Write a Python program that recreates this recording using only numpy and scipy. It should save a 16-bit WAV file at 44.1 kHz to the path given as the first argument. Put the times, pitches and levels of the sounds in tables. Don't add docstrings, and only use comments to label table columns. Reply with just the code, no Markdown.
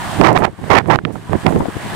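import sys
import numpy as np
from scipy import signal
from scipy.fft import rfft, irfft
from scipy.io import wavfile
from scipy.ndimage import uniform_filter1d

SR = 44100
rng = np.random.default_rng(int(sys.argv[2]) if len(sys.argv) > 2 else 0)


def materialize(psi):
    bounded = np.clip(np.atleast_2d(psi).T, -1, 1)
    quanta = np.round(bounded * 32767).astype(np.int16)
    wavfile.write(sys.argv[1], SR, quanta)


N = 85995

# (time [s], level [dB])
HISS_LEVEL = [(0.0, -0.5), (0.12, 0.5), (0.2, 0.1), (0.287, -14), (0.391, -11.5), (0.471, -19),
              (0.543, -20.5), (0.686, -8.5), (0.806, -19), (0.942, -15.5), (1.006, -25), (1.165, -16),
              (1.429, -6.5), (1.572, -11), (1.95, -1)]
# (frequency [Hz], relative level per hertz [dB])
HISS_COLOUR = [(100, -15), (330, -6.5), (450, -9.5), (650, 0), (1000, 2), (1350, -5), (1700, -1.5),
               (2400, -10.5), (3600, -16.5), (5500, -23.5), (7000, -23.5), (8500, -20.5), (11000, -35),
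               (15000, -32)]
# (frequency [Hz], relative level [dB])
SNOW_COLOUR = [(1000, -30), (3000, 9), (6000, -3), (8500, 2), (12000, -6), (16000, -23)]
# (time [s], right-port level [dB], decay [s])
SPATTERS = [(0.329, -21, 0.00093), (.384, -34.5, 0.017), (.872, -44, 0.03), (1.123, -45.5, 0.053),
            (1.328, -33.5, .002), (1.484, -40.5, 0.11), (1.508, -34, 0.0013), (1.59, -37, 0.0033)]
# (frequency [Hz], relative level [dB])
SPATTER_COLOUR = [(1000, -25), (4000, -6.5), (8500, 3.5), (12000, -3.5), (16000, -13)]
# (frequency [Hz], relative level [dB])
CRACK_COLOUR = [(300, -1), (1500, 0.5), (3000, -4.5), (5000, -9.5), (9000, -20.5), (16000, -33)]
# (time [s], pressure level before trims [dB], rate of the fastest eddies [Hz])
FLOW_LEFT = [(0.0, -38, 300), (0.295, -27.5, 280), (0.327, -18.5, 300), (0.431, -30.4, 380),
             (0.471, -44, 270), (0.535, -30.5, 280), (0.567, -49, 320), (0.592, -24.5, 383),
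             (0.623, -45, 280), (0.694, -39, 240), (0.733, -24.0, 394), (0.83, -39, 340),
             (1.054, -36.5, 340), (1.133, -50.5, 220), (1.189, -41, 400), (1.245, -34.5, 300),
             (1.389, -29, 344), (1.445, -45, 220), (1.548, -21.5, 560), (1.652, -25, 604),
             (1.74, -40.5, 219), (1.765, -17, 297), (1.804, -45, 290), (1.859, -21, 326), (1.892, -36, 221),
             (1.95, -20.5, 450)]
FLOW_RIGHT = [(0, -25, 286), (0.15, -20.6, 237), (0.184, -16, 345), (0.203, 0.7, 400), (0.23, -7, 750),
              (0.246, -0.9, 1450), (0.283, -4, 1473), (0.314, -4.5, 787), (0.345, -13, 690),
              (0.362, -0.2, 1160), (0.377, -12, 1350), (0.381, -12.5, 870), (0.418, -11, 625),
              (0.426, -9, 990), (0.454, -4, 1870), (0.456, -17, 1410), (0.483, -15, 630), (0.53, -46, 250),
              (0.58, -44, 300), (0.63, -18, 330), (0.691, -23.5, 350), (0.704, -1.5, 1240),
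              (0.739, -2.5, 1500), (0.789, -2, 1800), (0.795, -14, 1670), (0.812, -13.5, 970),
              (0.819, -18.5, 300), (0.853, -22, 350), (0.897, -5, 556), (0.903, -1, 990), (0.925, -6, 1450),
              (0.957, -6.5, 1250), (0.968, -21.5, 585), (1.022, -29, 242), (1.049, -16, 370),
              (1.11, -19.5, 463), (1.14, -23, 310), (1.158, -20, 447), (1.199, -29.5, 300),
              (1.27, -37, 190), (1.312, -15.5, 394), (1.333, -9, 740), (1.355, -6.5, 460),
              (1.392, -29.5, 270), (1.423, -30, 190), (1.468, -1, 600), (1.494, -10, 627),
              (1.536, -13, 463), (1.567, -5.5, 402), (1.584, -13, 363), (1.621, -14, 530),
              (1.66, -31.5, 240), (1.8, -31.5, 366), (1.9, -24.5, 286), (1.95, -32, 350)]
# (frequency [Hz], gain [dB])
PORT_RESPONSE = [(20, -30), (45, -15.5), (80, -1.5), (150, 4), (250, -2.5), (380, 2.5), (480, -2.5),
                 (750, 2.5), (1050, 4), (1350, -4), (1800, 5.5), (3000, 1), (12000, -4)]
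# (time [s], level [dB], central swing rate [Hz], decay [s], port [0 left, 1 right])
SLAPS = [(0.2126, 11.5, 650, 0.0035, 1), (0.2487, -2, 1700, .001, 1), (.375, 6, 1086, 0.00095, 1),
         (0.421, -2, 913, 0.0027, 1), (0.444, -6, 1597, 0.0013, 1), (0.4518, 5.5, 1895, 0.00085, 1),
         (0.641, -6, 450, 0.0018, 1), (0.7029, 0.5, 927, 0.0018, 1), (.859, -4, 458.6, 0.00088, 1),
         (0.9004, 9.5, 600.5, 0.0013, 1), (0.9586, 9.5, 1396, 0.00068, 1), (0.9883, 2, 798.6, 0.0011, 1),
         (1.051, 0, 1250, 0.0021, 1), (1.054, -0.5, 200, 0.0035, 1), (1.156, -12, 800, 0.0033, 1),
         (1.296, -5, 396.5, 0.0033, 1), (1.3321, 7.5, 700, 0.0011, 1), (1.4647, 4.5, 950, 0.0036, 1),
         (1.4898, -2, 784, 0.0011, 1), (1.524, -5.5, 950, 0.0011, 1), (1.622, -8.5, 550, 0.0023, 1),
         (1.561, -0.5, 443.7, 0.0044, 0), (1.605, -2, 500, 0.0048, 0), (1.656, -2.5, 400.6, 0.0028, 0),
         (1.684, -4.5, 250, 0.0055, 0), (1.765, -17, 203, 0.0086, 0)]

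HISS_LEFT_DB, HISS_RIGHT_DB = -26.5, -25.5
HISS_SAME = 0.49
HISS_PATCH_DB, HISS_PATCH_HZ = 2.5, 6.1
SNOW_PER_S, SNOW_DB, SNOW_SPREAD_DB = 1300, -36.5, 1.5

SPATTER_LEFT_DB = -4
RISE_S = 0.00019

CRACKS_PER_S, CRACK_DB = 400, -3.5
CRACK_FROM_HZ = 1050
CRACK_FULL_DB = -14

LEFT_DB, RIGHT_DB = 1, -1
EDDY_SHIFT = 0.81
EDDY_SLOPE, EDDY_KNEE = 4.98, 5.3
FLUTTER_HZ, FLUTTER_DB = 75.6, 4.5
STEADY_HZ = 1400
CRACKLE_HZ, CRACKLE_DB = 270, 7
CRACKLE_ABOVE_HZ = 2000

SLAP_JITTER = 0.6
SLAP_PUSH, PUSH_S = 0.24, 0.0014

OVERLOAD_KNEE = 24
CUTOFF_HZ = 15700


def amp(db):
    return 10 ** (np.asarray(db) / 20)


def unit(x):
    return x / np.sqrt(np.mean(x ** 2) + 1e-20)


def along(rows):
    s, *columns = np.transpose(rows)
    return [np.interp(np.arange(N) / SR, s, column) for column in columns]


def colour(points, hz):
    f, db = np.transpose(points)
    return amp(np.interp(np.log(hz + 1), np.log(f + 1), db))


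def tinted(x, points):
    gain = colour(points, np.fft.rfftfreq(N, 1 / SR))
    return unit(irfft(rfft(x) * gain, N))


def wander(hz):
    lowpass = np.exp(-(np.fft.rfftfreq(N, 1 / SR) / hz) ** 2)
    return unit(irfft(rfft(rng.standard_normal(N)) * lowpass, N))


def bands(x, count):
    centres = np.geomspace(20, 16000, count)
    spectrum = rfft(x)
    log_f = np.log(np.fft.rfftfreq(N, 1 / SR) + 1)
    return [(hz, irfft(spectrum * np.interp(log_f, np.log(centres), peak), N))
            for hz, peak in zip(centres, np.eye(count))]


def strike(s, decay):
    age = np.maximum(np.arange(N) / SR - s, 0)
    return (1 - np.exp(-(age / RISE_S) ** 2)) * np.exp(-age / decay)


def hiss():
    shared = rng.standard_normal(N)
    ports = []
    for db in (HISS_LEFT_DB, HISS_RIGHT_DB):
        air = np.sqrt(HISS_SAME) * shared + np.sqrt(1 - HISS_SAME) * rng.standard_normal(N)
        air = sum(band * amp(HISS_PATCH_DB * wander(HISS_PATCH_HZ)) for _, band in bands(air, count=14))
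        landings = rng.random(N) < SNOW_PER_S / SR
        sizes = amp(SNOW_SPREAD_DB * np.minimum(rng.exponential(1, N), 5))
        grains = landings * sizes * rng.choice([-1, 1], N)
        ports.append(amp(db) * tinted(air, HISS_COLOUR) + amp(SNOW_DB) * tinted(grains, SNOW_COLOUR))
    return np.array(ports) * amp(along(HISS_LEVEL)[0])


def spatters():
    burst = sum(amp(db) * strike(s, decay) for s, db, decay in SPATTERS)
    return np.array([gain * burst * tinted(rng.standard_normal(N), SPATTER_COLOUR)
                     for gain in (amp(SPATTER_LEFT_DB), 1)])


def cracks(flow):
    level_db, eddy_hz = along(flow)
    chance = CRACKS_PER_S / SR / (1 + (CRACK_FROM_HZ / np.maximum(eddy_hz, 1)) ** 10)
    chance /= 1 + amp(CRACK_FULL_DB - level_db) ** 2
    jumps = (rng.random(N) < chance) * rng.choice([-1, 1], N) * amp(level_db)
    shape = colour(CRACK_COLOUR, np.fft.rfftfreq(N, 1 / SR))
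    return amp(CRACK_DB) * irfft(rfft(jumps) * shape / shape.mean(), N)


def slaps():
    ports = np.zeros((2, N))
    for s, db, hz, decay, port in SLAPS:
        turns = np.cumsum(hz * (1 + SLAP_JITTER * wander(hz))) / SR
        swing = strike(s, decay) * np.sin(2 * np.pi * turns)
        push = SLAP_PUSH * strike(s, PUSH_S)
        ports[int(port)] += amp(db) * (swing - push)
    return ports


def buffeting(flow):
    level_db, eddy_hz = along(flow)
    corner_hz = EDDY_SHIFT * np.maximum(eddy_hz, 1)
    clumps = wander(CRACKLE_HZ)
    pressure = np.zeros(N)
    for hz, band in bands(rng.standard_normal(N), count=32):
        roll_off = (1 + (hz / corner_hz) ** EDDY_KNEE) ** (-EDDY_SLOPE / EDDY_KNEE / 2)
        crackle_db = CRACKLE_DB / (1 + (CRACKLE_ABOVE_HZ / hz) ** 2)
        pressure += band * colour(PORT_RESPONSE, hz) * roll_off * unit(amp(crackle_db * clumps))
    pressure *= amp(FLUTTER_DB * wander(FLUTTER_HZ) / (1 + (eddy_hz / STEADY_HZ) ** 2))
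    power = uniform_filter1d(uniform_filter1d(pressure ** 2, size=700), size=700)
    return amp(level_db) * pressure / np.sqrt(abs(power) + 1e-14)


def scene():
    background = hiss() + spatters()
    wind = np.array([amp(db) * buffeting(flow) + cracks(flow)
                     for db, flow in ((LEFT_DB, FLOW_LEFT), (RIGHT_DB, FLOW_RIGHT))])
    return background + slaps() + wind


def record(dry):
    clipped = dry / (1 + abs(dry) ** OVERLOAD_KNEE) ** (1 / OVERLOAD_KNEE)
    lowpass = signal.firwin(511, CUTOFF_HZ, window=("kaiser", 9), fs=SR)
    return signal.oaconvolve(clipped, lowpass[None], "same")


dry = scene()
out = record(dry)
materialize(out)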